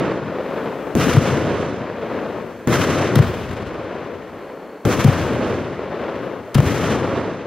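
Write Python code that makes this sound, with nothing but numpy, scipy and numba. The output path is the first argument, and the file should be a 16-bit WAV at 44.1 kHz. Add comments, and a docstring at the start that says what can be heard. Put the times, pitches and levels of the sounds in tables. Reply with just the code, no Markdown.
"""A firework battery outdoors at night, heard through a camcorder, over hiss and a thin fluttering whine.
It opens in the echoes of a shell that has already burst; four more burst about every two seconds.
Each launch spits and thumps in its tube, then slaps back from a wall; each shell bursts overhead with a crack
and a boom, rushes through nearby trees, and knocks and rolls back from the same surroundings, then its stars fizz.
Gain control ducks at loud bangs and lets the hiss back up."""
import sys
import numpy as np
from scipy import signal
from scipy.fft import rfft, irfft, next_fast_len
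from scipy.io import wavfile
from scipy.ndimage import uniform_filter1d, minimum_filter1d
from numba import njit

SR = 44100
rng = np.random.default_rng(int(sys.argv[2]) if len(sys.argv) > 2 else 0)


def store_pcm(level_fs):
    """Save levels as 16-bit WAV."""
    pcm = np.round(np.clip(level_fs, -1, 1) * 32767).astype(np.int16)
    wavfile.write(sys.argv[1], SR, np.atleast_2d(pcm).T)


N = 328986

# shell bursts: (time [s], crack [dB], boom [dB], rush [dB], far echo [dB], fizzing stars [dB],
# extra travel to the walls [s])
BURSTS = [(-.57, 0, 0.5, -3, 2, -49.5, 0.016), (0.9524, 0, 0, 2.5, -0.5, -55, 0.0083),
          (2.674, -3, -2, 1.5, 0, -58, 0.0079), (4.852, -9, -1, 1.5, 0, -57.5, 0.0018),
          (6.604, 4, -4.5, -2.5, -2, -66, 0)]
# spectrum of the far roll: (frequency [Hz], relative level per Hz [dB])
FAR_SPECTRUM = [(25, -40), (60, -19), (120, -17), (210, -2), (300, -2), (410, 1.5), (560, 0.5), (780, -9),
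                (1050, -9), (1700, -14.5), (2800, -22.5), (4500, -31.5), (8000, -49.5), (16000, -65)]
# spectrum of a knock from a wall: (frequency [Hz], relative level per Hz [dB])
WALL_SPECTRUM = [(60, -20), (200, 6), (450, 8), (1000, 3), (1800, -4), (3000, -17), (5000, -37),
                 (9000, -55)]
# stretches of trees and buildings that return the far roll:
# (delay [s], half-width [s], level [dB], left minus right [dB])
FAR_ECHOES = [(.03, .12, -4.5, 3.5), (.32, 0.25, -1.5, 2.5), (.57, 0.11, -5, -4), (.68, 0.093, -10, 1),
              (.84, 0.23, -15, 2), (1.17, 0.24, -17.5, 2.5), (1.43, 0.14, -27.5, 6.5), (1.75, 1, -35, 1)]
# sign of the side signal in each channel: (left), (right)
SIDES = np.array([[1], [-1]])
TRAVEL = np.arange(int(2.6 * SR)) / SR  # travel times of the echoes, s


def undb(db):
    """Decibels to gain."""
    return 10 ** (np.asarray(db) / 20)


def contour(points, hz):
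    """Gain of a (frequency [Hz], level [dB]) table, joined on a log-frequency axis."""
    f, db = np.transpose(points)
    return undb(np.interp(np.log(hz + 1), np.log(f), db))


def colour(x, points, spread_db):
    """Shape two white signals with one spectrum, power kept; one is the middle, the other the diffuse side."""
    # the microphone pair: (frequency [Hz], diffuse side minus middle before spread_db [dB])
    width = [(30, -7), (60, -16), (150, -14), (1300, -26.5), (3200, -18), (4400, -12), (5600, 3.5),
             (6500, 4), (8500, 2.5), (16000, 4.5)]
    size = next_fast_len(x.shape[1] + 2048)
    hz = np.arange(size // 2 + 1) * SR / size
    gain = contour(points, hz)
    mid, side = rfft(x, size) * gain / np.sqrt(np.mean(gain ** 2))
    side = side * contour(width, hz) * undb(spread_db)
    return irfft(mid + SIDES * side, size)[:, :x.shape[1]]


def add(out, x, start):
    """Mix x into out at a time in seconds, cutting what falls outside."""
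    i = int(round(start * SR))
    a, b = max(i, 0), min(i + x.shape[-1], N)
    if b > a:
        out[:, a:b] += x[..., a - i:b - i]


@njit
def lowpass(x, hz):
    """One-pole low-pass with a moving corner."""
    y, low = np.empty(len(x)), 0.
    for i in range(len(x)):
        g = np.tan(np.pi * min(hz[i], .49 * SR) / SR)
        v = (x[i] - low) * g / (1 + g)
        y[i] = low + v
        low = y[i] + v
    return y


@njit
def follow(x, attack, release):
    """Envelope that rises at one rate and sinks at another, starting from the first peak."""
    y, e = np.empty(len(x)), x[:SR // 20].max()
    for i in range(len(x)):
        e += (x[i] - e) * (attack if x[i] > e else release)
        y[i] = e
    return y


def lean(pan_db):
    """Left and right gains of a sound from one side; pan_db is left minus right."""
    return undb(SIDES * pan_db / 2)


def swell(t, peak_s, half_width_s):
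    """A bell-shaped rise and fall."""
    return np.exp(-np.minimum(((t - peak_s) / half_width_s) ** 2, 20))


def returns(echoes):
    """Echo strength left and right by travel time: each reflector group gives one swell, and powers add."""
    power = 0
    for delay_s, width_s, db, pan_db in echoes:
        power = power + (undb(db) * lean(pan_db) * swell(TRAVEL, delay_s, width_s)) ** 2
    return np.sqrt(power)


def scatter(strength, spectrum, air_hz, grain_db, clump_db, spread_db):
    """A bang thrown back by countless reflectors: each sends one small copy, later ones duller from the air."""
    t = TRAVEL
    draw = rng.standard_normal((4, len(t)))
    # reflectors stand in groups, so the copies arrive in clumps, about ninety a second
    clumps = np.interp(t * 90, np.arange(len(t)), draw[3])
    sizes = undb(grain_db * draw[2] + clump_db * clumps)
    copies = draw[:2] * sizes / np.sqrt(np.mean(sizes ** 2))
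    sound = colour(copies, spectrum, spread_db)
    # air absorbs with the square of frequency: each corner is air_hz after one second of travel
    corner = air_hz / np.sqrt(t + 1 / SR)
    dulled = np.array([lowpass(lowpass(c, corner), corner) for c in sound])
    # the farthest reflectors thin out to nothing over the last half second
    return dulled * strength * np.minimum((t[-1] - t) / .5, 1)


def snap(spectrum, decay_s, front):
    """A sharp pressure front with a short noisy wake, centred in a tenth of a second."""
    t = np.arange(-SR // 20, SR // 20) / SR
    x = rng.standard_normal((2, len(t))) * np.exp(-np.abs(t) / decay_s) * (t >= 0)
    x[0, np.argmin(np.abs(t))] += front
    return colour(x, spectrum, spread_db=6)


def background():
    """The stars of each shell fizz as they burn out, over steady microphone hiss and a thin fluttering whine."""
    # hiss spectrum: (frequency [Hz], relative level per Hz [dB])
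    hiss_spectrum = [(100, -12), (3000, -7), (6000, 6.5), (9000, 0), (13000, 2), (16000, -1)]
    hiss_db, whine_db, whine_hz = -63.5, -63.5, 4350
    t = np.arange(N) / SR
    fizz = 0
    for s, _, _, _, _, fizz_db, _ in BURSTS:
        fizz = fizz + undb(fizz_db) * swell(t - s, peak_s=1.1, half_width_s=.55)
    noise = colour(rng.standard_normal((2, N)), hiss_spectrum, spread_db=-7.0)
    hiss = noise * np.hypot(undb(hiss_db), fizz)  # hiss and fizz add in power
    # slow noise sets the strength of the whine
    flutter = uniform_filter1d(uniform_filter1d(rng.standard_normal(N), size=120), size=80)
    whine = flutter / flutter.std() * np.sin(2 * np.pi * whine_hz * t)
    return hiss + undb(whine_db) * whine


def rushes():
    """Twigs and leaves scatter each crack into a bright rush, in one surge for each belt of trees."""
    # rush spectrum: (frequency [Hz], relative level per Hz [dB])
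    rush_spectrum = [(100, -16.5), (500, 3.5), (900, -3), (1200, 2.5), (1900, -3), (3000, -7),
                     (4800, -16.5), (6000, -16), (8500, -26), (12000, -25.5), (16000, -33)]
    # belts of trees: (delay [s], half-width [s], level [dB], left minus right [dB])
    tree_echoes = [(.072, 0.044, -2, -0.5), (.15, 0.048, -5, 2), (.28, 0.15, -7, -0.5),
                   (.55, 0.25, -20, -4), (1.2, 0.43, -40, -2.5)]
    out = np.zeros((2, N))
    trees = returns(tree_echoes)
    for s, _, _, rush_db, *_ in BURSTS:
        rush = scatter(trees, rush_spectrum, air_hz=7060, grain_db=4, clump_db=1.5, spread_db=0.0)
        add(out, undb(rush_db) * rush, s)
    return out


def knocks():
    """Every large wall returns one dull knock of every burst, a little later if the shell is farther off."""
    # large distant walls that stand out of the roll: (delay [s], level [dB], left minus right [dB])
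    walls = [(.473, -10, -2.5), (.634, -13.5, 2), (0.672, -13.5, 5), (.94, -16.5, 1), (1.065, -21.5, 4),
             (1.229, -21.5, 2), (1.408, -30, 4), (1.425, -28.5, -2), (1.819, -33, 0)]
    out = np.zeros((2, N))
    for s, _, _, _, far_db, _, detour_s in BURSTS:
        for delay_s, db, pan_db in walls:
            knock = snap(WALL_SPECTRUM, decay_s=.0075, front=14)
            add(out, undb(far_db + db) * lean(pan_db) * knock, s + delay_s + detour_s - 1 / 20)
    return out


def spit(width_s):
    """A few milliseconds of gas tearing out of the muzzle, centred in a tenth of a second."""
    # gas spectrum: (frequency [Hz], relative level per Hz [dB])
    gas_spectrum = [(200, -6), (1000, 3), (2800, 2), (4800, 1), (7000, -7), (12000, -7), (16000, -13)]
    t = np.arange(-SR // 20, SR // 20) / SR
    puff = rng.standard_normal((2, len(t))) * np.exp(-(t / width_s) ** 2)
    return colour(puff, gas_spectrum, spread_db=-8)


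def thump(hz, length_s):
    """The air column of the tube swings for three to four cycles."""
    t = np.arange(int(length_s * SR)) / SR
    return -np.sin(2 * np.pi * hz * t) * np.sin(np.pi * t / length_s)


def launches():
    """Gas spits, the tube thumps, a wall throws both back, the surroundings rumble and a weak roll returns."""
    # launches: (time [s], spit [dB], spit half-width [s], thump [dB], wall slap [dB], tail [dB])
    launch_table = [(1.136, -6, 0.0026, 11, 21, -5), (3.158, -3.5, 0.0028, 17, 22.5, 3.5),
                    (5.045, -4, 0.0038, 22, 21.5, 4.5), (6.5512, -13, 0.0045, 13.5, 18, 0)]
    # rumble spectrum: (frequency [Hz], relative level per Hz [dB])
    rumble_spectrum = [(25, -35), (55, -5.5), (100, 3.5), (160, -2.5), (300, -5.5), (800, -14.5),
                       (1400, -16.5), (3000, -24), (6000, -37.5), (9000, -45.5), (16000, -45.5)]
    slap_s = .032  # delay of the wall behind the battery
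    battery_pan_db, roll_db = 3.5, -16  # the roll is weaker than that of a burst
    direct, roll = np.zeros((2, N)), np.zeros((2, N))
    fade = undb(-42 * TRAVEL)  # 42 dB per second
    far = returns(FAR_ECHOES)
    for s, spit_db, spit_s, thump_db, wall_db, tail_db in launch_table:
        add(direct, undb(spit_db) * spit(spit_s), s - 1 / 20)
        add(direct, undb(thump_db) * thump(hz=133.3, length_s=0.026), s + 0.0036)
        # the shell leaving the tube adds a higher push
        add(direct, undb(thump_db - 5.5) * thump(hz=225, length_s=.018), s + 0.00076)
        # the wall answers with the spit smeared, a dull knock and the thump
        wall_s = s + slap_s
        add(direct, undb(wall_db - 34.5) * spit(width_s=0.0074), wall_s - 1 / 20)
        knock = snap(WALL_SPECTRUM, decay_s=0.0014, front=16.4)
        add(direct, undb(wall_db - 16) * knock, wall_s + 0.00091 - 1 / 20)
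        add(direct, undb(wall_db) * thump(hz=130.6, length_s=0.026), wall_s)
        rumble = scatter(fade, rumble_spectrum, air_hz=10000, grain_db=1.5, clump_db=2.5, spread_db=-3.0)
        add(direct, undb(tail_db) * rumble, s)
        far_roll = scatter(far, FAR_SPECTRUM, air_hz=6960, grain_db=4.5, clump_db=2, spread_db=-1.0)
        add(roll, undb(roll_db) * far_roll, s)
    return direct * lean(battery_pan_db) + roll


def bursts():
    """Each shell cracks, booms off the ground and houses and rolls in from afar."""
    # crack and boom spectra: (frequency [Hz], relative level per Hz [dB])
    crack_spectrum = [(60, -17), (200, 10), (600, 8.5), (1400, 3), (3000, -13), (5000, -17), (6500, -10),
                      (9000, -24), (16000, -21)]
    boom_spectrum = [(25, -35), (50, -25), (85, -5), (130, -1), (220, -4), (350, -5.5), (600, -16),
                     (1000, -37), (3000, -50)]
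    # nearby ground and houses that return the boom:
    # (delay [s], half-width [s], level [dB], left minus right [dB])
    near_echoes = [(.01, 0.015, 2, 3.5), (.045, 0.045, 6, 3), (.12, 0.028, 1.5, 9), (.2, 0.43, 0.5, 3.5),
                   (1.25, 0.34, -30.5, 5)]
    shell_pan_db = -3
    out = np.zeros((2, N))
    near, far = returns(near_echoes), returns(FAR_ECHOES)
    for s, crack_db, boom_db, _, far_db, *_ in BURSTS:
        crack = snap(crack_spectrum, decay_s=.0009, front=9.8)
        add(out, undb(crack_db) * lean(shell_pan_db) * crack, s - 1 / 20)
        boom = scatter(near, boom_spectrum, air_hz=6000, grain_db=5, clump_db=1.5, spread_db=-5)
        add(out, undb(boom_db) * boom, s)
        roll = scatter(far, FAR_SPECTRUM, air_hz=6430, grain_db=2.5, clump_db=1.38, spread_db=-1.0)
        add(out, undb(far_db) * roll, s)
    return out


def scene():
    """Bangs and echoes lean each to its own side; the rush and the hiss spread wide."""
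    return background() + rushes() + knocks() + launches() + bursts()


def gain_control(x, threshold_db, ratio, attack_s, release_s, deaf_below_hz):
    """Turn loud sound down at once and come back slowly; the detector hardly hears the bass."""
    bass_cut = signal.butter(2, deaf_below_hz, "high", fs=SR, output="sos")
    heard = signal.sosfilt(bass_cut, x.mean(axis=0))
    envelope = follow(np.abs(heard), 1 / (1 + attack_s * SR), 1 / (1 + release_s * SR))
    gain = np.maximum(envelope / undb(threshold_db), 1) ** (1 / ratio - 1)
    # it looks a millisecond ahead
    ahead = minimum_filter1d(gain, size=88)
    return x * uniform_filter1d(ahead, size=44)


def record(dry):
    """The camcorder rides the gain, clips whatever exceeds full scale and cuts the top."""
    held = gain_control(dry, threshold_db=-18.5, ratio=2.965, attack_s=0.000077, release_s=0.26,
                        deaf_below_hz=195)
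    top_cut = signal.ellip(8, .2, 70, 15600, fs=SR, output="sos")  # ripple dB, stopband dB, edge Hz
    return signal.sosfilt(top_cut, np.clip(held, -1, 1))


dry = scene()
out = record(dry)
store_pcm(out)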